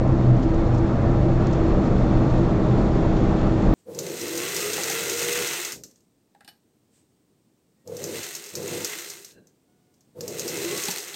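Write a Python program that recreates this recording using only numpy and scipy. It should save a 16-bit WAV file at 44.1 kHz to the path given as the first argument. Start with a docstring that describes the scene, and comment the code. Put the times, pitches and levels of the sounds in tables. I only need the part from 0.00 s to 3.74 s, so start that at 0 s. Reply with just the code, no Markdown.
"""Inside a truck cab

A truck cruises over an elevated concrete road, slowly gaining speed. Tyre roar and wind are coloured noise;
engine and driveline hum as sine waves tied to one rotation; two panels boom at their own bending pitch.
Bumps ring the body, loose trim rattles in bursts of ticks, and wheels thump on joints as fading tones.
A dash microphone overloads softly, whines faintly and samples at 16 kHz."""
import sys
import numpy as np
from scipy import signal
from scipy.fft import rfft, irfft
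from scipy.io import wavfile

SR = 44100
rng = np.random.default_rng(int(sys.argv[2]) if len(sys.argv) > 2 else 0)


def gain_from_db(level_db):
    """Turn a decibel level (scalar or array-like) into a linear amplitude factor."""
    decades = np.asarray(level_db, float) / 20
    return 10 ** decades


def bounce(signal):
    """Save signal as a 16-bit WAV file at the path given by the first command-line argument."""
    frames = np.transpose(np.atleast_2d(signal))
    limited = np.clip(frames, -1, 1)
    pcm = np.round(limited * 32767).astype(np.int16)
    wavfile.write(sys.argv[1], SR, pcm)


N = 164934  # samples in the scene


def rms_one(x):
    """Scale to rms 1."""
    return x / np.sqrt(np.mean(x ** 2) + 1e-20)


def in_time(rows):
    """Join the points of a table by straight lines in time, one curve per column."""
    s, *columns = np.transpose(rows)
    return [np.interp(np.arange(N) / SR, s, column) for column in columns]


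def drift(rate_hz):
    """Slow random wandering around zero, with a typical size of 1; a higher rate wanders faster."""
    # computed at every 40th sample, then joined by lines
    r = np.exp(-2 * np.pi * rate_hz * 40 / SR)
    noise = rng.standard_normal(N // 40 + 2002)
    slow = signal.lfilter([1], [1, -2 * r, r * r], noise)[2000:]  # skip the filter's start
    slow = rms_one(slow - slow.mean())
    return np.interp(np.arange(N) / 40, np.arange(len(slow)), slow)


def coloured(spectrum, patchy_db, flutter_hz):
    """Noise shaped by a spectrum and the cab, with octave bands that flicker partly together; rms 1."""
    # narrow resonances of cab air and panels: (frequency [Hz], width [Hz], lift [dB])
    resonances = [(155, 20, 1), (192.8, 4.6, 4.5), (228, 6.5, 1.5), (255, 4.7, 0.5), (363.5, 5.9, 0.5),
                  (421, 9.6, 2.5), (478, 14, 4.5), (581, 13, 2.5), (618, 12, 3), (684, 29, 5.5),
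                  (780, 16, 4.5), (938, 40, 3.5), (1169, 30, 1.5), (1298, 12, 5), (1360, 27, 3),
                  (1835, 67, 2.5), (2210, 14, 4), (2610, 40, 2.5), (4240, 150, 5.5), (4560, 33, 5),
                  (5500, 250, 2)]
    hz, db = np.transpose(spectrum)
    f = np.maximum(np.arange(N // 2 + 1) * SR / N, 1)
    octave = np.log2(f)
    shape_db = np.interp(octave, np.log2(hz), db, left=-90, right=-90)
    for peak_hz, width_hz, lift_db in resonances:
        shape_db = shape_db + lift_db / (1 + (2 * (f - peak_hz) / width_hz) ** 2)
    shaped = rfft(rng.standard_normal(N)) * gain_from_db(shape_db)
    together, out = drift(flutter_hz), 0
    for centre in np.arange(3, 15):  # overlapping bands from 8 Hz to 16 kHz
        band = irfft(shaped * np.clip(1 - np.abs(octave - centre), 0, 1), N)
        out = out + band * gain_from_db(patchy_db * (1.2 * together + drift(flutter_hz)))
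    return rms_one(out)


def wind():
    """Wind hissing past the glass: flickering noise, mostly treble, that slowly changes in level."""
    # tone colour: (frequency [Hz], relative level per Hz [dB])
    spectrum = [(1060, -35.5), (1800, -4), (2950, -9), (3580, -7), (4000, -11.5), (5000, -14.5),
                (5940, -16), (6890, -15.5), (7400, -15.5), (8100, -20)]
    # loudness: (time [s], level [dB rms])
    loudness = [(0.0, -50), (1.2, -49), (1.54, -47), (1.79, -48), (3.74, -46)]
    return gain_from_db(in_time(loudness)[0]) * coloured(spectrum, patchy_db=0.43, flutter_hz=12.0)


def rattles():
    """Loose trim rattles: short swells of dense ticks in a broad band, with smaller ones at random."""
    # larger rattles: (time [s], level [dB], length [s], centre [Hz]); the whole swell lasts 1.6 lengths
    larger = [(.076, -56, 0.0096, 7240), (.123, -54.5, 0.0089, 6990), (.176, -57.5, 0.0072, 6500),
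              (.362, -55, .012, 6900), (.423, -49.5, .022, 3900), (.427, -54, 0.022, 6880),
              (.541, -50, 0.01, 7700), (.666, -52, 0.013, 5080), (.736, -51.5, 0.028, 6500),
              (.772, -52, 0.03, 5920), (1.42, -49.5, 0.008, 4200), (1.467, -42.5, .007, 6170),
              (1.475, -57, .012, 4460), (1.522, -49.5, 0.0075, 3900), (1.526, -46.5, 0.013, 6700),
              (1.530, -49.5, .009, 4680), (1.83, -54, 0.068, 5500), (2.298, -49, 0.014, 5140),
              (2.378, -46, .008, 3580), (2.447, -50, 0.007, 3390), (3.165, -47.5, .012, 3990),
              (3.28, -53.5, 0.026, 3780), (3.62, -50, 0.01, 5500)]
    width_octaves, ticks_per_s = 1.1, 3000
    small_db, small_per_s = -66, 25
    out = np.zeros(N + SR)
    draws = rng.random((200, 3))
    times = np.cumsum(-np.log(draws[:, 0] + 1e-9) / small_per_s)  # random waits add up
    small = []
    for s, a, b in zip(times, draws[:, 1], draws[:, 2]):
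        if s < N / SR:
            # a few small ones come out louder; each has its own pitch
            small.append((s, small_db - 3 * np.log(a + .1), .008, 3000 * 2 ** (1.7 * b)))
    t = np.arange(4096) / SR
    for s, db, length, hz in list(larger) + small:
        swell = np.sin(np.pi * np.clip(t / (1.6 * length), 0, 1) ** .45) ** 2  # quick rise, slower fall
        tick_heights = 0.44 + 3 * (rng.random(len(t)) < ticks_per_s / SR)
        ticks = rng.standard_normal(len(t)) * tick_heights
        edges = [hz * 2 ** -(width_octaves / 2), min(hz * 2 ** (width_octaves / 2), 7900)]
        band = signal.butter(2, edges, "band", fs=SR, output="sos")
        burst = rms_one(signal.sosfilt(band, ticks)) * swell
        i = int(s * SR)
        out[i:i + len(t)] += gain_from_db(db) * burst
    return out[:N]


def bumps():
    """Bumps softly push each way the body can ring, at random; its pitch wavers as it fades."""
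    # ringing modes: (frequency [Hz], relative level [dB], time to fade by 60 dB [s])
    modes = [(165, 1, .3), (193.1, -2, 0.46), (240, -5.5, .3), (257, -2.5, .3), (394, -7.5, 0.23),
             (476.5, -9, 0.27), (525, -10, 0.14), (605, -11, 0.26)]
    pushes_per_s, level_db, pitch_wander = 9, -30, .02  # rate per mode, rms of all, share of the pitch
    soft = np.exp(-1 / (.02 * SR))  # pushes build up over about 20 ms
    out = 0
    for hz, db, t60 in modes:
        pushes = (rng.random(N) < pushes_per_s / SR) * rng.random(N) + 1e-9
        fade = gain_from_db(-60 / (t60 * SR))
        ringing = signal.lfilter([1], [1, -fade], pushes)
        swell = signal.lfilter([1 - soft], [1, -soft], ringing)
        turns = np.cumsum(hz * (1 + pitch_wander * drift(4.04))) / SR
        out = out + gain_from_db(db) * swell * np.sin(2 * np.pi * turns)
    return gain_from_db(level_db) * rms_one(out)


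def thumps():
    """A wheel drops on a joint: a soft push rings the floor, and the tone fades away."""
    # (time [s], level before the soft start [dB], frequency [Hz], time to fade by 60 dB [s])
    joints = [(.93, -19, 95, .3), (1.252, -10.5, 340, .22), (1.40, -16, 198, .3), (3.674, -5.5, 40, .2),
              (3.665, -14, 225, .2)]
    attack_s = .008
    t = np.arange(N) / SR
    out = 0
    for s, db, hz, t60 in joints:
        u = np.maximum(t - s, 0)  # time since this thump
        soft_start = 1 - np.exp(-u / attack_s)
        out = out - gain_from_db(db - 60 * u / t60) * soft_start * np.cos(2 * np.pi * hz * u)
    return out


def engine():
    """Engine and driveline hum: sines at multiples of one rotation, each following the load its own way."""
    # (time [s], base rate [Hz], load [dB])
    running = [(0, 47.2, -9), (.6, 47.65, -10), (1.2, 47.55, -14.5), (1.6, 47.5, -5), (2.4, 47.98, -8),
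               (3.0, 48.48, -3.5), (3.74, 48.84, -2.5)]
    # (multiple of base rate, level at 0 dB load [dB rms], share of the load, level waver [dB])
    # a negative share makes that sine weaker as the load rises
    orders = [(.5, -40, -0.77, 3.5), (1, -31, 0.12, 1.5), (1.417, -34, -0.011, 2), (2, -45.5, -1.4, 1.5),
              (4, -37.5, 0.87, -1), (6.54, -26.5, .7, .8), (8.16, -39.5, 0.42, 4), (16.33, -44.5, 0.6, 3)]
    rate, load_db = in_time(running)
    turns = np.cumsum(rate) / SR
    out = 0
    for multiple, db, share, waver_db in orders:
        level = np.sqrt(2) * gain_from_db(db + share * load_db + waver_db * drift(2.2))
        unsteady = 0.03 * multiple ** .5 * drift(1.4)
        out = out + level * np.sin(2 * np.pi * (multiple * turns + rng.random() + unsteady))
    return out


def panel(shaking, wander_hz, rough_db):
    """A panel hums at its own slowly bending pitch; the road roughens pitch and level."""
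    db, hz = in_time(shaking)
    turns = np.cumsum(hz + wander_hz * drift(5.64)) / SR
    return np.sqrt(2) * gain_from_db(db + rough_db * drift(8.1)) * np.sin(2 * np.pi * (turns + rng.random()))


def upper_panel():
    """The higher panel resonance, swelling as the road shakes it."""
    # (time [s], level before roughening [dB rms], pitch before wandering [Hz])
    shaking = [(0.0, -28.5, 338.4), (0.29, -32, 333), (0.35, -25, 331), (0.39, -37.5, 327),
               (0.47, -23, 327.4), (0.67, -27.5, 334.4), (0.69, -33.5, 335.7), (0.89, -26, 328.6),
               (1.01, -41, 326.7), (1.05, -28.5, 333.2), (1.24, -35.5, 332.2), (1.26, -25, 327.9),
               (1.37, -33, 337), (1.6, -27.5, 336.2), (2.06, -37, 329.5), (2.21, -26, 337),
               (2.37, -39, 333), (2.41, -26.5, 336.4), (2.74, -37.5, 325), (3.0, -29.5, 334.7),
               (3.47, -36.5, 326.1), (3.49, -26.5, 324.3), (3.59, -36.5, 336.6), (3.74, -27.5, 325.3)]
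    return panel(shaking, wander_hz=3.5, rough_db=1.8)


def low_panel():
    """The deep booming panel resonance, swelling as the road shakes it."""
    # (time [s], level before roughening [dB rms], pitch before wandering [Hz])
    shaking = [(0.0, -30, 121.8), (0.12, -15, 126.5), (0.17, -27, 128.8), (0.23, -16.5, 124.2),
               (0.37, -17.5, 121.2), (0.42, -37, 120.7), (0.47, -24.5, 120.4), (0.6, -40.5, 124.5),
               (0.71, -16, 125.2), (0.83, -27.5, 122.6), (1.03, -26.5, 125), (1.29, -22, 127.2),
               (1.65, -31.5, 128.7), (1.84, -21, 125.9), (1.87, -36.5, 125.9), (2.03, -18, 123.9),
               (2.1, -35, 122.2), (2.13, -23.5, 121.8), (2.6, -28, 128.3), (2.71, -20, 127.1),
               (2.87, -30.5, 123.0), (2.94, -22, 123.9), (3.04, -45, 123.2), (3.07, -23, 121.5),
               (3.17, -41, 120.4), (3.24, -24, 119.6), (3.3, -34.5, 120.3), (3.45, -36.5, 127.2),
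               (3.52, -24, 127.2), (3.65, -34, 127.9), (3.69, -23.5, 124.4), (3.74, -31, 124)]
    return panel(shaking, wander_hz=2.6, rough_db=2.3)


def tyre_roar():
    """Tyre roar through the body: mostly deep, flickering noise that slowly changes in level."""
    # tone colour: (frequency [Hz], relative level per Hz [dB])
    spectrum = [(8, -8.5), (20, -2), (31, 3), (40, -3.5), (58, -6), (90, -4.5), (110, -6.5), (135, -5.5),
                (165, -4.5), (184, -6), (200, -6), (225, -8), (255, -5.5), (288, -11), (310, -12),
                (348, -7.5), (372, -14), (400, -13), (470, -14.5), (600, -14), (690, -19), (740, -21),
                (810, -18.5), (880, -23.5), (1200, -24.5), (1400, -29), (2000, -37.5), (2900, -48)]
    # loudness: (time [s], level [dB rms])
    loudness = [(0, -21), (.6, -21.5), (1.2, -20), (1.8, -19.5), (2.4, -19.5), (3.0, -20), (3.4, -19),
                (3.74, -19)]
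    return gain_from_db(in_time(loudness)[0]) * coloured(spectrum, patchy_db=0.49, flutter_hz=6.0)


def scene():
    """All sources added up as heard at the dash, in one channel."""
    background = wind() + rattles() + bumps() + thumps()
    return (background + engine() + upper_panel() + low_panel() + tyre_roar())[None]


def band_limit(x):
    """A steep low-pass at the top of the band."""
    return signal.sosfilt(signal.butter(12, 8820, fs=SR, output="sos"), x)


def record(dry):
    """Soft overload, faint whines, and 16 kHz sampling whose mirror image leaks above half its rate."""
    # thin steady whines of the recorder: (frequency [Hz], level before the treble roll-off [dB rms])
    whines = [(7663, -79), (7721.7, -77)]
    sampling_hz = 16000
    roll_db, roll_hz = -8.5, 8000  # loss reached at this frequency
    t = np.arange(N) / SR
    x = 0.89 * np.tanh(dry / 0.91)
    for hz, db in whines:
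        x = x + np.sqrt(2) * gain_from_db(db) * np.sin(2 * np.pi * hz * t)
    f = np.arange(N // 2 + 1) * SR / N
    below = irfft(rfft(x) * (f < sampling_hz / 2), N)
    # flip the upper half of what is left to just above half the sampling rate
    top = irfft(rfft(below) * (f > sampling_hz / 4), N)
    flipped = 2 * top * np.cos(2 * np.pi * sampling_hz * t)
    mirror = irfft(rfft(flipped) * (f < sampling_hz), N)
    roll_off = gain_from_db(roll_db * (f / roll_hz) ** 12.0)
    mix = irfft(rfft(below + mirror) * roll_off, N)
    return band_limit(mix)


dry = scene()
out = record(dry)
bounce(out)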